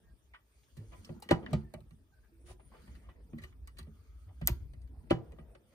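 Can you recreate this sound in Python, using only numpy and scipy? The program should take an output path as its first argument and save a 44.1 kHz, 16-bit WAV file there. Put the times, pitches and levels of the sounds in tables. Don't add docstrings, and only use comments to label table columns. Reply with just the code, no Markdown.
import sys
import numpy as np
from scipy import signal
from scipy.io import wavfile

SR = 44100
rng = np.random.default_rng(int(sys.argv[2]) if len(sys.argv) > 2 else 0)


def gain_from_db(level_db):
    decades = np.asarray(level_db, float) / 20
    return 10 ** decades


def master(y):
    cut = np.clip(np.atleast_2d(y).T, -1, 1)
    pcm = np.round(cut * 32767)
    wavfile.write(sys.argv[1], SR, pcm.astype(np.int16))


N = 253442
RING = int(.45 * SR)
BLOW_LAG_S = -.000165
HISS_TOP_HZ = 15400

# pitch in Hz, level in dB, t60 in seconds.
CASING = [(246, -8, 0.12), (357.4, 0, 0.29), (531, -8.5, 0.12), (600, 4.5, 0.06), (740, -7, 0.12),
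          (955, -11, 0.16)]
# pitch in Hz, level in dB, t60 in seconds.
SHELL = [(950, -10.5, 0.11), (1130.5, 0, 0.054), (1313, -5.5, 0.13), (1590, -2.5, 0.038),
         (1800, -2.5, 0.036), (1961, 1, 0.073), (2320, 1, 0.041), (2810, 0, 0.051), (3250, -5.5, 0.019),
         (3730, -13, 0.017)]
# pitch in Hz, level in dB, t60 in seconds.
PLUG = [(3920, -2.5, 0.028), (4366, -1, 0.038), (5343, -10.5, 0.004), (6280, -7.5, 0.024),
        (7200, -11.5, 0.0029), (8463, -4.5, 0.045), (8940, -3, 0.017), (10290, -4.5, 0.022),
        (12900, -11, 0.0025), (14700, -9, 0.015), (14300, -11, 0.012)]


def bandpass(x, order, low_hz, high_hz):
    return signal.sosfilt(signal.butter(order, [low_hz, high_hz], "band", fs=SR, output="sos"), x)


def steep_low(x, order, stop_db, hz):
    return signal.sosfilt(signal.cheby2(order, stop_db, hz, fs=SR, output="sos"), x)


def in_time(rows):
    s, *columns = np.transpose(rows)
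    return [np.interp(np.arange(N) / SR, s, c) for c in columns]


def at_hz(points, hz):
    return np.interp(np.log(hz), np.log(np.array(points)[:, 0]), np.array(points)[:, 1])


def rms_one(x):
    return x / np.sqrt(np.mean(x ** 2) + 1e-20)


def add(out, s, sound):
    i = round(s * SR)
    out[:, i:i + sound.shape[1]] += sound[:, :N - i]


def drift(rate_hz, spread_db):
    r = np.exp(-80 * np.pi * rate_hz / SR)
    slow = signal.lfilter([1], [1, -2 * r, r * r], rng.standard_normal(N // 40 + 2002))[2000:]
    gain = gain_from_db(spread_db * rms_one(slow - slow.mean()))
    return np.interp(np.arange(N) / 40, np.arange(len(slow)), gain)


def banded(source, spectrum, patchy_db):
    # frequency in Hz, share heard by both ports (0-1).
    likeness = [(60, 0.93), (180, 0.8), (550, 0.55), (1650, 0.12), (4000, 0.28), (7000, 0.45),
                (10000, 0.36), (15000, 1)]
    left_lag_s = -.000214
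    shared, own = source[0], np.array([source[1], source[1][::-1]])
    shared = np.array([np.roll(shared, round(left_lag_s * SR)), shared])
    ends = np.log2(np.array(spectrum)[[0, -1], 0])
    edges = 2 ** np.arange(ends[0], ends[1] + .25, .5)
    out = 0
    for low, high in zip(edges, np.minimum(edges[1:], .45 * SR)):
        hz = np.sqrt(low * high)
        level_db = at_hz(spectrum, hz)
        if level_db < -55:
            continue
        alike = np.clip(at_hz(likeness, hz), 0, 1)
        both = np.sqrt(alike) * shared + np.sqrt(1 - alike) * own
        out = out + gain_from_db(level_db) * drift(12, patchy_db) * bandpass(both, 2, low, high)
    return rms_one(out)


def body(modes, lag_s=BLOW_LAG_S):
    hz, level_db, t60 = np.transpose(modes)[:, :, None]
    t = np.arange(min(RING, round(1.3 * t60.max() * SR))) / SR
    swell = 1 - np.exp(-3 * hz * t)
    ringing = swell * gain_from_db(level_db - 60 * t / t60) * np.exp(2j * np.pi * hz * t)
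    return ringing, np.exp(-2j * np.pi * hz[:, 0] * [[lag_s], [0]])


def crowd(modes, spread, count):
    rows = np.repeat(np.array(modes, float), count, axis=0)
    rows[:, 0] *= 1 + spread * rng.uniform(-1, 1, len(rows))
    rows[:, 2] *= 0.93
    return rows


def ports(rings, hz):
    # frequency in Hz, left lead in radians.
    lead = [(130, -0.15), (330, 0), (400, -1), (470, 3), (530, 0), (588, -1.42), (777, 1), (982, 0.65),
            (1180, -1), (1360, -2)]
    # frequency in Hz, left minus right in dB.
    pan = [(130, -4), (165, -2.5), (270, 4.5), (330, -0.5), (470, 6.5), (588, 4.5), (777, 1.5), (982, -3),
           (1600, -3)]
    halves = np.array([[.5], [-.5]])
    return rings[0], gain_from_db(at_hz(pan, hz) * halves) * np.exp(1j * at_hz(lead, hz) * halves)


def strike(rings, contact, peak_db, scatter_db, apart):
    ringing, lag = rings
    draw = rng.standard_normal((3, len(ringing)))
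    phase = apart * draw[1] * [[.7], [-.7]] + .3 * draw[2]
    weights = gain_from_db(scatter_db * draw[0]) * lag * np.exp(1j * phase)
    sound = signal.fftconvolve((weights @ ringing).imag, contact[None])[:, :RING]
    return gain_from_db(peak_db) * sound / np.abs(sound).max()


def chatter(length_ms, grain_db):
    t = np.arange(RING // 4) * 1000 / SR / max(length_ms, .1)
    slips = rng.standard_normal(len(t)) * gain_from_db(grain_db * rng.standard_normal(len(t)))
    return slips * (1 - np.exp(-t / .12)) * (np.exp(-t / .45) + .3 * np.exp(-t / 1.6))


def soft(length_ms):
    return np.hanning(max(round(length_ms * SR / 1000), 3))


def burst(length_ms, peak_db, low_hz, high_hz):
    crack = bandpass(np.pad(chatter(length_ms, 2.0), (20, 200)), 3, low_hz, high_hz)
    both = np.array([np.roll(crack, round(BLOW_LAG_S * SR)), crack])
    return gain_from_db(peak_db) * both / np.abs(crack).max()


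def grains(per_s):
    born = rng.random((2, N)) < per_s / SR
    sizes = gain_from_db(2.5 * np.minimum(rng.exponential(1, (2, N)), 4)) * rng.standard_normal((2, N))
    return rms_one(born * sizes) + .8 * rng.standard_normal((2, N))


def strokes(rows):
    edge_s = 0.25
    t = np.arange(N) / SR
    gain = np.zeros(N)
    for s, length_s, db in rows:
        gain += gain_from_db(db) * np.clip(np.minimum(t - s, s + length_s - t) / edge_s + .5, 0, 1) ** 2
    return gain


def steady_hiss():
    # frequency in Hz, density in dB per Hz.
    spectrum = [(59, -30), (100, -11.5), (167, -24.5), (359, -15), (772, -21.5), (1290, -23.5), (2500, -28),
                (5000, -32), (7200, -32.5), (9300, -30.5), (11500, -33.5), (14300, -36), (16200, -55)]
    hiss = gain_from_db(-76.5) * banded(rng.standard_normal((2, N)), spectrum, patchy_db=2.04)
    return steep_low(hiss, 10, 30, HISS_TOP_HZ)


def grip_rumble():
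    # time in seconds, level in dB.
    grip = [(0.0, -59), (0.57, -75), (0.78, -60), (0.93, -54.5), (1.3, -64.5), (1.52, -53), (2.25, -68),
            (2.42, -59), (3.07, -57), (3.4, -54.5), (4.21, -61.5), (4.54, -49), (4.8, -55.5), (5.15, -55),
            (5.28, -60), (5.42, -55.5), (5.75, -72)]
    # frequency in Hz, density in dB per Hz.
    spectrum = [(12, -56.5), (20, -14.5), (42, -6.5), (59, 5.5), (72, 0.5), (92, -13), (216, -23),
                (250, -20.5), (320, -61), (550, -120)]
    grip_db, = in_time(grip)
    return gain_from_db(grip_db + 4.5) * banded(rng.standard_normal((2, N)), spectrum, patchy_db=4.5)


def cable_rub():
    # time in seconds, effort in dB.
    effort = [(0.0, -72.5), (0.77, -79.5), (0.94, -66), (1.14, -57.5), (1.33, -66), (1.49, -51),
              (1.77, -68.5), (2.02, -80.5), (2.22, -73.5), (2.83, -62.5), (3.38, -67), (3.49, -71.5),
              (4.34, -73), (4.48, -75), (5.01, -65), (5.28, -61), (5.54, -63.5), (5.75, -71.5)]
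    # frequency in Hz, density in dB per Hz.
    spectrum = [(88, -29), (150, -3.5), (221, -3), (255, -7), (438, -10.5), (646, -17.5), (1780, -31),
                (2500, -46.5), (3250, -66), (5500, -120)]
    mean_effort_db, rub_db, follows = -65.5, -67.5, 1.4
    effort_db, = in_time(effort)
    gain = gain_from_db(rub_db + follows * (effort_db - mean_effort_db))
    return gain * banded(grains(880), spectrum, patchy_db=4.5)


def rustle():
    # frequency in Hz, density in dB per Hz.
    spectrum = [(900, -31), (1500, -3.5), (2000, -3.5), (3500, -6.5), (6000, -10.5), (10000, -14.5),
                (14000, -21), (16000, -27)]
    # start in seconds, length in seconds, level in dB.
    fingers = [
        (0.55, 0.13, -94),
        (0.855, 0.33, -72),
        (2.089, 0.29, -88),
        (2.65, 0.42, -71.5),
        (3.39, 0.079, -63.5),
        (3.838, 0.53, -79),
        (4.407, 0.22, -65.5),
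        (5.18, 0.21, -81.5),
        (5.675, 0.24, -70.5),
    ]
    # start in seconds, length in seconds, level in dB.
    sleeve = [
        (0.45, 0.75, -73),
        (2.8, 0.12, -72.5),
        (5.68, 0.13, -86),
    ]
    # start in seconds, length in seconds, level in dB.
    dull_strokes = [
        (1.24, 0.24, -71.5),
        (1.493, 0.095, -55.5),
    ]
    noise = banded(grains(4000), spectrum, patchy_db=1.5)
    bright = bandpass(noise, 1, 4500, 12000)
    dull = signal.sosfilt(signal.butter(3, 4900, fs=SR, output="sos"), noise)
    mix = strokes(fingers) * noise + strokes(sleeve) * bright + strokes(dull_strokes) * dull
    return steep_low(mix, 10, 30, HISS_TOP_HZ)


def drags():
    # start in seconds, length in seconds, level in dB, pitch in Hz, width in Hz.
    drag_rows = [(5.6, .17, -78.5, 540, 160), (5.73, .3, -70, 330, 220), (1.4, 0.055, -77, 1300, 40),
                 (1.75, 0.063, -60, 613, 83), (3.85, 0.497, -83, 1240, 120), (2.121, .084, -78, 1555, 70),
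                 (2.224, .062, -80, 1625, 110), (.022, .121, -81, 1612, 50), (.031, .078, -82, 1838, 50),
                 (1.635, .075, -75, 1800, 40), (4.28, 0.048, -68, 690, 250), (3.86, .05, -65, 430, 93),
                 (2.84, 0.22, -81, 1860, 300), (5.39, 0.18, -69, 556, 250), (.92, .045, -66, 620, 90),
                 (.92, .045, -70, 1130, 80), (5.17, .07, -48, 110, 70), (2.88, .12, -60, 200, 110)]
    edge_s = 0.032
    out = np.zeros((2, N))
    t = np.arange(round(.7 * SR)) / SR - .1
    skip = round(.08 * SR)
    for s, length_s, db, hz, width_hz in drag_rows:
        white = rng.standard_normal((3, len(t)))
        noise = bandpass(white[0] + .6 * white[1:], 2, hz - width_hz / 2, hz + width_hz / 2)
        shape = np.clip(np.minimum(t, length_s - t) / edge_s + .5, 0, 1) ** 2
        note = gain_from_db(db) * shape * rms_one(noise)
        add(out, max(s - .02, 0), note[:, skip:])
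    return out


def panels():
    # time in seconds, peak in dB, pitch in Hz, t60 in seconds.
    panel_rows = [(0.341, -53, 990, 0.09), (0.335, -51, 2200, .03), (0.345, -45, 1480, 0.081),
                  (0.774, -57.5, 361, 0.15), (1.463, -43, 1640, 0.04), (1.532, -29, 611, 0.054),
                  (2.243, -74.5, 680, 0.07), (2.596, -54.5, 812, 0.04), (2.717, -55, 1060, 0.072),
                  (2.745, -55, 435, .08), (2.874, -63, 1040, .03), (2.877, -57.5, 1800, 0.035),
                  (2.951, -56, 1860, .04), (3.088, -51, 1040, 0.048), (3.16, -63, 1910, 0.045),
                  (3.332, -52, 550, 0.052), (3.333, -57.5, 1057, 0.091), (3.384, -48.5, 1894, 0.08),
                  (3.436, -43, 1920, 0.045), (4.478, -34.5, 650, 0.041), (4.97, -71, 698, 0.074),
                  (5.109, -48, 3700, 0.05), (1.295, -38, 450, .05), (2.483, -56, 600, .03),
                  (2.5075, -50, 690, .03), (1.197, -60, 850, .04), (5.112, -49, 2870, 0.032),
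                  (5.385, -57, 636, 0.097), (1.31, -31, 3330, .04), (1.739, -41, 615, 0.053),
                  (1.046, -50, 3040, 0.022), (1.047, -49.5, 5470, 0.028), (5.551, -59.5, 1280, 0.048),
                  (5.551, -56, 562, .05), (3.439, -50, 3000, 0.049), (3.678, -56.5, 2100, 0.041),
                  (1.909, -66.5, 1894, 0.042), (1.289, -37, 1800, 0.035), (4.413, -44, 600, .04)]
    out = np.zeros((2, N))
    for s, peak_db, hz, t60 in panel_rows:
        cluster = [(.97 * hz, -4.0, t60), (hz, 0, t60), (1.05 * hz, -6.0, .8 * t60)]
        add(out, s, strike(body(cluster), chatter(3.3, 2.8), peak_db, 1.0, 0.64))
    return out


def taps(shell):
    # time in seconds, 1-4 kHz crack peak in dB, tick in dB, contact length in ms.
    tap_rows = [(0.3366, -54.5, -91, 9.1), (0.345, -52, -99, 14.2), (1.045, -65, -64, 31),
                (1.2207, -53.5, -53.5, 27), (1.2884, -37.5, -54.5, 5.4), (1.3075, -26, -43.5, 12.2),
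                (1.462, -42, -79, 3.6), (1.53, -46, -51.5, 9.2), (1.7377, -57.5, -55, 4.2),
                (1.8052, -65.5, -71, 1.2), (1.9069, -66.5, -73.5, 6.9), (2.95, -63.5, -71.5, 19),
                (3.0868, -61, -98, 21.5), (3.3796, -60.5, -68, 27), (3.4154, -59.5, -65, 59),
                (3.435, -55.5, -59.5, 13), (3.5248, -63.5, -96, 4.1), (3.673, -54, -57.5, 13.4),
                (3.7678, -61, -70, 22), (3.784, -52, -53.5, 20.6), (4.412, -54, -67.5, 15),
                (4.734, -63.5, -73, 6.3), (4.816, -77, -75, 7.7), (4.8744, -71.5, -80.5, 6.5),
                (5.1052, -32.5, -51, 13.4), (5.3193, -65, -73, 4.6), (5.5492, -57, -77, 3.9),
                (0.766, -65, -66, 53)]
    out = np.zeros((2, N))
    plug = crowd(PLUG, 0.083, count=5)
    octaves = np.log2(plug[:, 0] / 4000)
    ringing, lag = body(plug)
    for s, crack_db, tick_db, length_ms in tap_rows:
        hardness_db = tick_db - crack_db
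        tilt_db = np.clip(0.12 * hardness_db + 0.5, -12, 3)
        tilted = ringing * gain_from_db(tilt_db * octaves)[:, None], lag
        top_hz = np.clip(4792.5 + 49.0 * hardness_db, 1500, 6000)
        add(out, s, strike(shell, chatter(length_ms, 0.62), crack_db + 4.0, 3.1, 1.5))
        add(out, s, strike(tilted, chatter(0.42 * length_ms, 12.0), tick_db + 12.0, 1.5, 2.0))
        add(out, s, burst(length_ms, crack_db, 890, top_hz))
        add(out, s, burst(.5 * length_ms, tick_db + 5.0, 2700, 15500))
    return out


def aftermath():
    # time in seconds, rms in dB, low edge in Hz, high edge in Hz, t60 in seconds.
    after_rows = [(.565, -63, 450, 800, 0.056), (.63, -72, 2000, 4500, 0.14), (0.768, -60, 600, 12000, .04),
                  (.775, -54, 199, 420, 0.42), (1.2, -61, 7500, 14900, 0.038), (1.33, -44, 302, 750, 0.36),
                  (1.507, -64, 3500, 13960, .03), (1.53, -47.5, 700, 4800, .12),
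                  (2.24, -66.5, 600, 1800, .08), (2.485, -60, 525, 820, 0.13), (2.76, -70, 600, 2670, 0.35),
                  (5.098, -49, 180, 700, .05), (5.13, -45, 220, 620, 0.44), (5.3, -61, 200, 600, 0.41),
                  (4.93, -67, 600, 950, 0.26), (5.72, -68, 500, 2200, .1), (4.474, -44, 800, 3500, .12),
                  (5.551, -62, 1000, 4500, .04), (5.321, -64, 600, 2400, .05),
                  (3.437, -58, 1500, 5000, .04), (.342, -60, 1400, 2500, .07), (4.55, -62, 600, 1100, .08),
                  (1.738, -56, 1000, 1600, .06), (3.674, -64, 6000, 15000, .04),
                  (2.595, -66, 550, 2300, .1), (3.09, -64, 500, 2200, .12)]
    rise_s = 0.0052
    out, t = np.zeros((2, N)), np.arange(RING) / SR
    for s, db, low_hz, high_hz, t60 in after_rows:
        white = rng.standard_normal((3, RING))
        noise = rms_one(bandpass(white[0] + .5 * white[1:], 2, low_hz, high_hz))
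        rise = np.clip(t * high_hz / 4000 / rise_s, 0, 1)
        add(out, s, gain_from_db(db - 60 * t / t60) * rise * noise)
    return out


def bumps(shell, casing):
    # time in seconds, desk thud in dB, casing in dB.
    bump_rows = [(0.7656, -41.5, -61.5), (0.9186, -57, -62), (1.0902, -35, -48), (1.2882, -45, -53.5),
                 (1.3091, -27, -45), (1.4265, -48, -55.5), (1.507, -36.5, -58), (1.5301, -21.5, -37.5),
                 (1.7372, -40.5, -48.5), (1.8043, -47, -75), (1.9075, -48, -68), (2.873, -49, -73.5),
                 (3.3303, -38, -60), (3.3784, -45.5, -64.5), (3.4158, -51.5, -66.5), (3.7853, -45.5, -60.5),
                 (3.8688, -43.5, -66.5), (4.413, -29, -50.5), (4.734, -49, -66), (5.1064, -37.5, -63),
                 (5.32, -49.5, -62), (5.3843, -46, -54), (5.7142, -64.5, -74), (1.2223, -80, -66.5),
                 (1.4624, -69, -62), (3.0887, -59, -64), (3.437, -64.5, -59), (5.5521, -69, -63.5)]
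    # pitch in Hz, level in dB, t60 in seconds.
    desk_modes = [(80.1, -10, 0.27), (118, 0.5, .12), (152.5, 4.5, 0.12), (215.8, -5, 0.27)]
    out = np.zeros((2, N))
    desk = ports(body(desk_modes), np.array(desk_modes)[:, 0])
    for s, thud_db, casing_db in bump_rows:
        add(out, s, strike(shell, chatter(11, 3.6), casing_db + 1.5, 0.91, 0.83))
        add(out, s + 0.002, strike(casing, soft(0.9), casing_db + 8.0, 3.9, 0.72))
        add(out, s + 0.0074, strike(desk, soft(4.18), thud_db, 2.6, 0.032))
    return out


def swings():
    # time in seconds, peak in dB, pitch in Hz, t60 in seconds.
    swing_rows = [(0.786, -37, 106.2, 0.26), (1.35, -54.5, 141, 0.17), (1.525, -25.5, 143.8, 0.27),
                  (3.43, -39.5, 69.5, 0.085), (3.809, -40.5, 77.6, 0.29), (4.498, -28.5, 125, 0.1),
                  (4.509, -22, 65.1, 0.052), (5.123, -30, 125, 0.25), (1.2249, -42, 842, 0.04),
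                  (3.333, -36.5, 231.4, 0.21), (4.415, -37, 125.4, 0.058), (2.32, -61, 330, 0.56),
                  (2.441, -59, 353, 0.3)]
    out = np.zeros((2, N))
    for s, peak_db, hz, t60 in swing_rows:
        pair = [(hz, 0, t60), (1.34 * hz, -6.0, 0.56 * t60)]
        add(out, s, strike(body(pair), soft(500 / hz), peak_db, 1.4, 0.12))
    return out


def scuffs(shell, casing):
    # start in seconds, length in ms, peak in dB, casing share in dB, tilt in dB per octave.
    scuff_rows = [
        (0.905, 55, -50, -1.5, -2),
        (2.464, 71, -55.5, 6, -1),
        (2.589, 28, -62, 6.5, -3),
        (2.706, 76, -53.5, 1.5, -7.5),
        (3.0, 110, -62.5, -13, -2.5),
        (2.78, 44, -65, -3, -8),
        (2.86, 40, -56.5, -3.5, -1),
        (4.272, 41, -64, 2, -1),
    ]
    out = np.zeros((2, N))
    octaves = np.log2(np.repeat(np.array(SHELL)[:, 0], 5) / 1500)[:, None]
    for s, length_ms, peak_db, casing_db, tilt_db in scuff_rows:
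        push = soft(length_ms)
        slips = push * rng.standard_normal(len(push)) * gain_from_db(2.0 * rng.standard_normal(len(push)))
        tilted = shell[0] * gain_from_db(tilt_db * octaves), shell[1]
        add(out, s, strike(tilted, slips, peak_db, 1.6, 0.81))
        add(out, s, strike(casing, np.diff(slips), peak_db + casing_db, 3.2, 0.97))
    return out


def contacts():
    casing = crowd(CASING, 0.09, count=2)
    casing = ports(body(casing), casing[:, 0])
    shell = body(crowd(SHELL, .08, count=5))
    return taps(shell) + bumps(shell, casing) + scuffs(shell, casing)


def knocks():
    # time in seconds, peak in dB, contact in ms, rebound in dB.
    knock_rows = [
        (1.3104, -9.5, .9, -22),
        (5.1086, -12.5, 1.1, -22),
    ]
    # pitch in Hz, level in dB, t60 in seconds.
    box_modes = [(132.2, -10, 0.27), (168, -7.5, 0.16), (272, -10, 0.14), (330, 6.5, 0.062),
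                 (1335, -12, 0.06), (480, 2.5, 0.019), (590, 11.5, 0.031), (1570, -8.5, 0.05),
                 (782, -1.5, 0.1), (985, -5.5, 0.12), (1172, -3, 0.075)]
    rebound_s = .0161
    out = np.zeros((2, N))
    box = ports(body(box_modes), np.array(box_modes)[:, 0])
    for s, peak_db, contact_ms, rebound_db in knock_rows:
        blow = -strike(box, soft(contact_ms), peak_db, 0.93, 0.23)
        add(out, s + 0.00065, blow)
        add(out, s - .0006, -gain_from_db(-10.0) * blow)
        push = soft(24.0) ** 2
        scrape = push * rng.standard_normal(len(push))
        plastic = body(crowd(SHELL + PLUG[:4], 0.13, count=4))
        add(out, s - .016, strike(plastic, scrape, peak_db - 23.5, 1.7, 0.74))
        add(out, s + 0.0028, burst(20.0, peak_db - 35.0, 2500, 10000))
        add(out, s + 0.0028, burst(15.0, peak_db - 16.0, 700, 1700))
        softened = signal.lfilter(soft(2.08) / soft(1.9).sum(), 1, blow)
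        add(out, s + rebound_s, -gain_from_db(rebound_db) * softened)
        add(out, s + rebound_s, gain_from_db(peak_db - 5.5) * soft(3.1) * gain_from_db([[-2.0], [1.0]]))
    return out


def slide():
    # time in seconds, hiss in dB, squeak in dB.
    slide_rows = [
        (2.44, -89, -100),
        (2.47, -65, -69),
        (2.52, -62, -66),
        (2.56, -85, -100),
        (2.6, -100, -80),
        (2.68, -100, -68),
        (2.72, -100, -100),
    ]
    squeak_hz, width_hz = 9570, 510
    hiss_db, squeak_db = in_time(slide_rows)
    hiss = bandpass(grains(5000), 1, 350, 5000)
    squeak = bandpass(rng.standard_normal(N), 2, squeak_hz - width_hz / 2, squeak_hz + width_hz / 2)
    return gain_from_db(hiss_db) * rms_one(hiss) + gain_from_db(squeak_db) * rms_one(squeak)


def latch():
    # time in seconds, snap peak in dB, crack in dB, casing in dB.
    latch_rows = [
        (4.471, -10.5, -35.5, -39),
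    ]
    # pitch in Hz, level in dB, t60 in seconds.
    tab_modes = [(5200, -15, 0.015), (6550, -3.5, 0.0046), (8560, -16, 0.032), (9400, -3, 0.006),
                 (9900, -12, 0.0094), (13300, 4.5, 0.0049), (13330, -2, 0.015), (13800, -4.5, 0.012),
                 (14400, -5, .008)]
    tab_lag_s = -.000136
    out, rattle = np.zeros((2, 2, N))
    highpass = signal.butter(3, 3500, "high", fs=SR, output="sos")
    for s, snap_db, crack_db, casing_db in latch_rows:
        push = soft(18.0)
        slip = push * rng.standard_normal(len(push))
        slipping = body(crowd(PLUG[2:6], .1, count=4))
        add(out, s - .016, strike(slipping, slip, snap_db - 40.0, 2.0, 1.5))

        snap = strike(body(tab_modes, tab_lag_s), soft(.09), snap_db + 5.0, .3, .15)
        add(out, s + .0023, signal.sosfilt(highpass, snap))
        tab = body(crowd(tab_modes, 0.17, count=4))
        add(out, s + .002, strike(tab, chatter(4.4, 1.4), snap_db - 16.0, 1.5, 0.94))

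        add(rattle, s + 0.0032, burst(9.3, snap_db - 12.5, 1500, 15500))
        plug = body(crowd(PLUG, 0.13, count=6))
        add(rattle, s + .002, strike(plug, chatter(22.1, 1.7), snap_db - 25.0, 0.73, 0.95))

        shell = body(crowd(SHELL, 0.059, count=4))
        add(out, s + .003, strike(shell, chatter(13.0, 4.5), crack_db + 6.0, 1.5, 0.55))
        casing = body([(hz, db + 5.0 * np.log2(hz / 600), 0.32 * t60) for hz, db, t60 in CASING])
        add(out, s + 0.0074, strike(casing, chatter(12.17, 22.0), casing_db + 5.5, 1.6, 0.94))
    return out + hollow(rattle)


def hollow(x):
    mid, side = (x[0] + x[1]) / 2, (x[0] - x[1]) / 2
    mid = signal.sosfilt(signal.butter(4, (11050, 12350), "bandstop", fs=SR, output="sos"), mid)
    side = signal.sosfilt(signal.butter(3, (8900, 9700), "bandstop", fs=SR, output="sos"), side)
    side = steep_low(side, 8, 18, 13300)
    return np.array([mid + side, mid - side])


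def room(x):
    # frequency in Hz, t60 in seconds.
    decay = [(100, 0.19), (500, 0.36), (900, .17), (2000, 0.1), (8000, 0.21), (16000, 0.08)]
    gap_s = 0.00091
    t, tail = np.arange(RING) / SR, 0
    white = rng.standard_normal((2, RING)) * np.clip(t / gap_s, 0, 1) ** 2
    for hz in 88 * 2 ** np.arange(8):
        octave = bandpass(white, 2, hz / np.sqrt(2), hz * np.sqrt(2))
        tail = tail + octave * gain_from_db(-60 * t / at_hz(decay, hz))
    return gain_from_db(-37.0) * signal.fftconvolve(x, tail, axes=1)[:, :N]


def scene():
    snap = latch()
    blows = contacts() + knocks() + swings()
    handling = grip_rumble() + cable_rub() + rustle()
    quiet = handling + slide() + steady_hiss() + panels() + drags() + aftermath()
    return snap + hollow(blows + room(gain_from_db(-7.0) * snap + blows) + quiet)


def band_limit(x):
    return signal.sosfilt(signal.butter(12, 16440, fs=SR, output="sos"), x)


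def record(dry):
    dry = signal.sosfilt(signal.butter(3, 40, "high", fs=SR, output="sos"), dry)
    dry = steep_low(dry, 12, 70, 17000)
    return band_limit(dry)


dry = scene()
out = record(dry)
master(out)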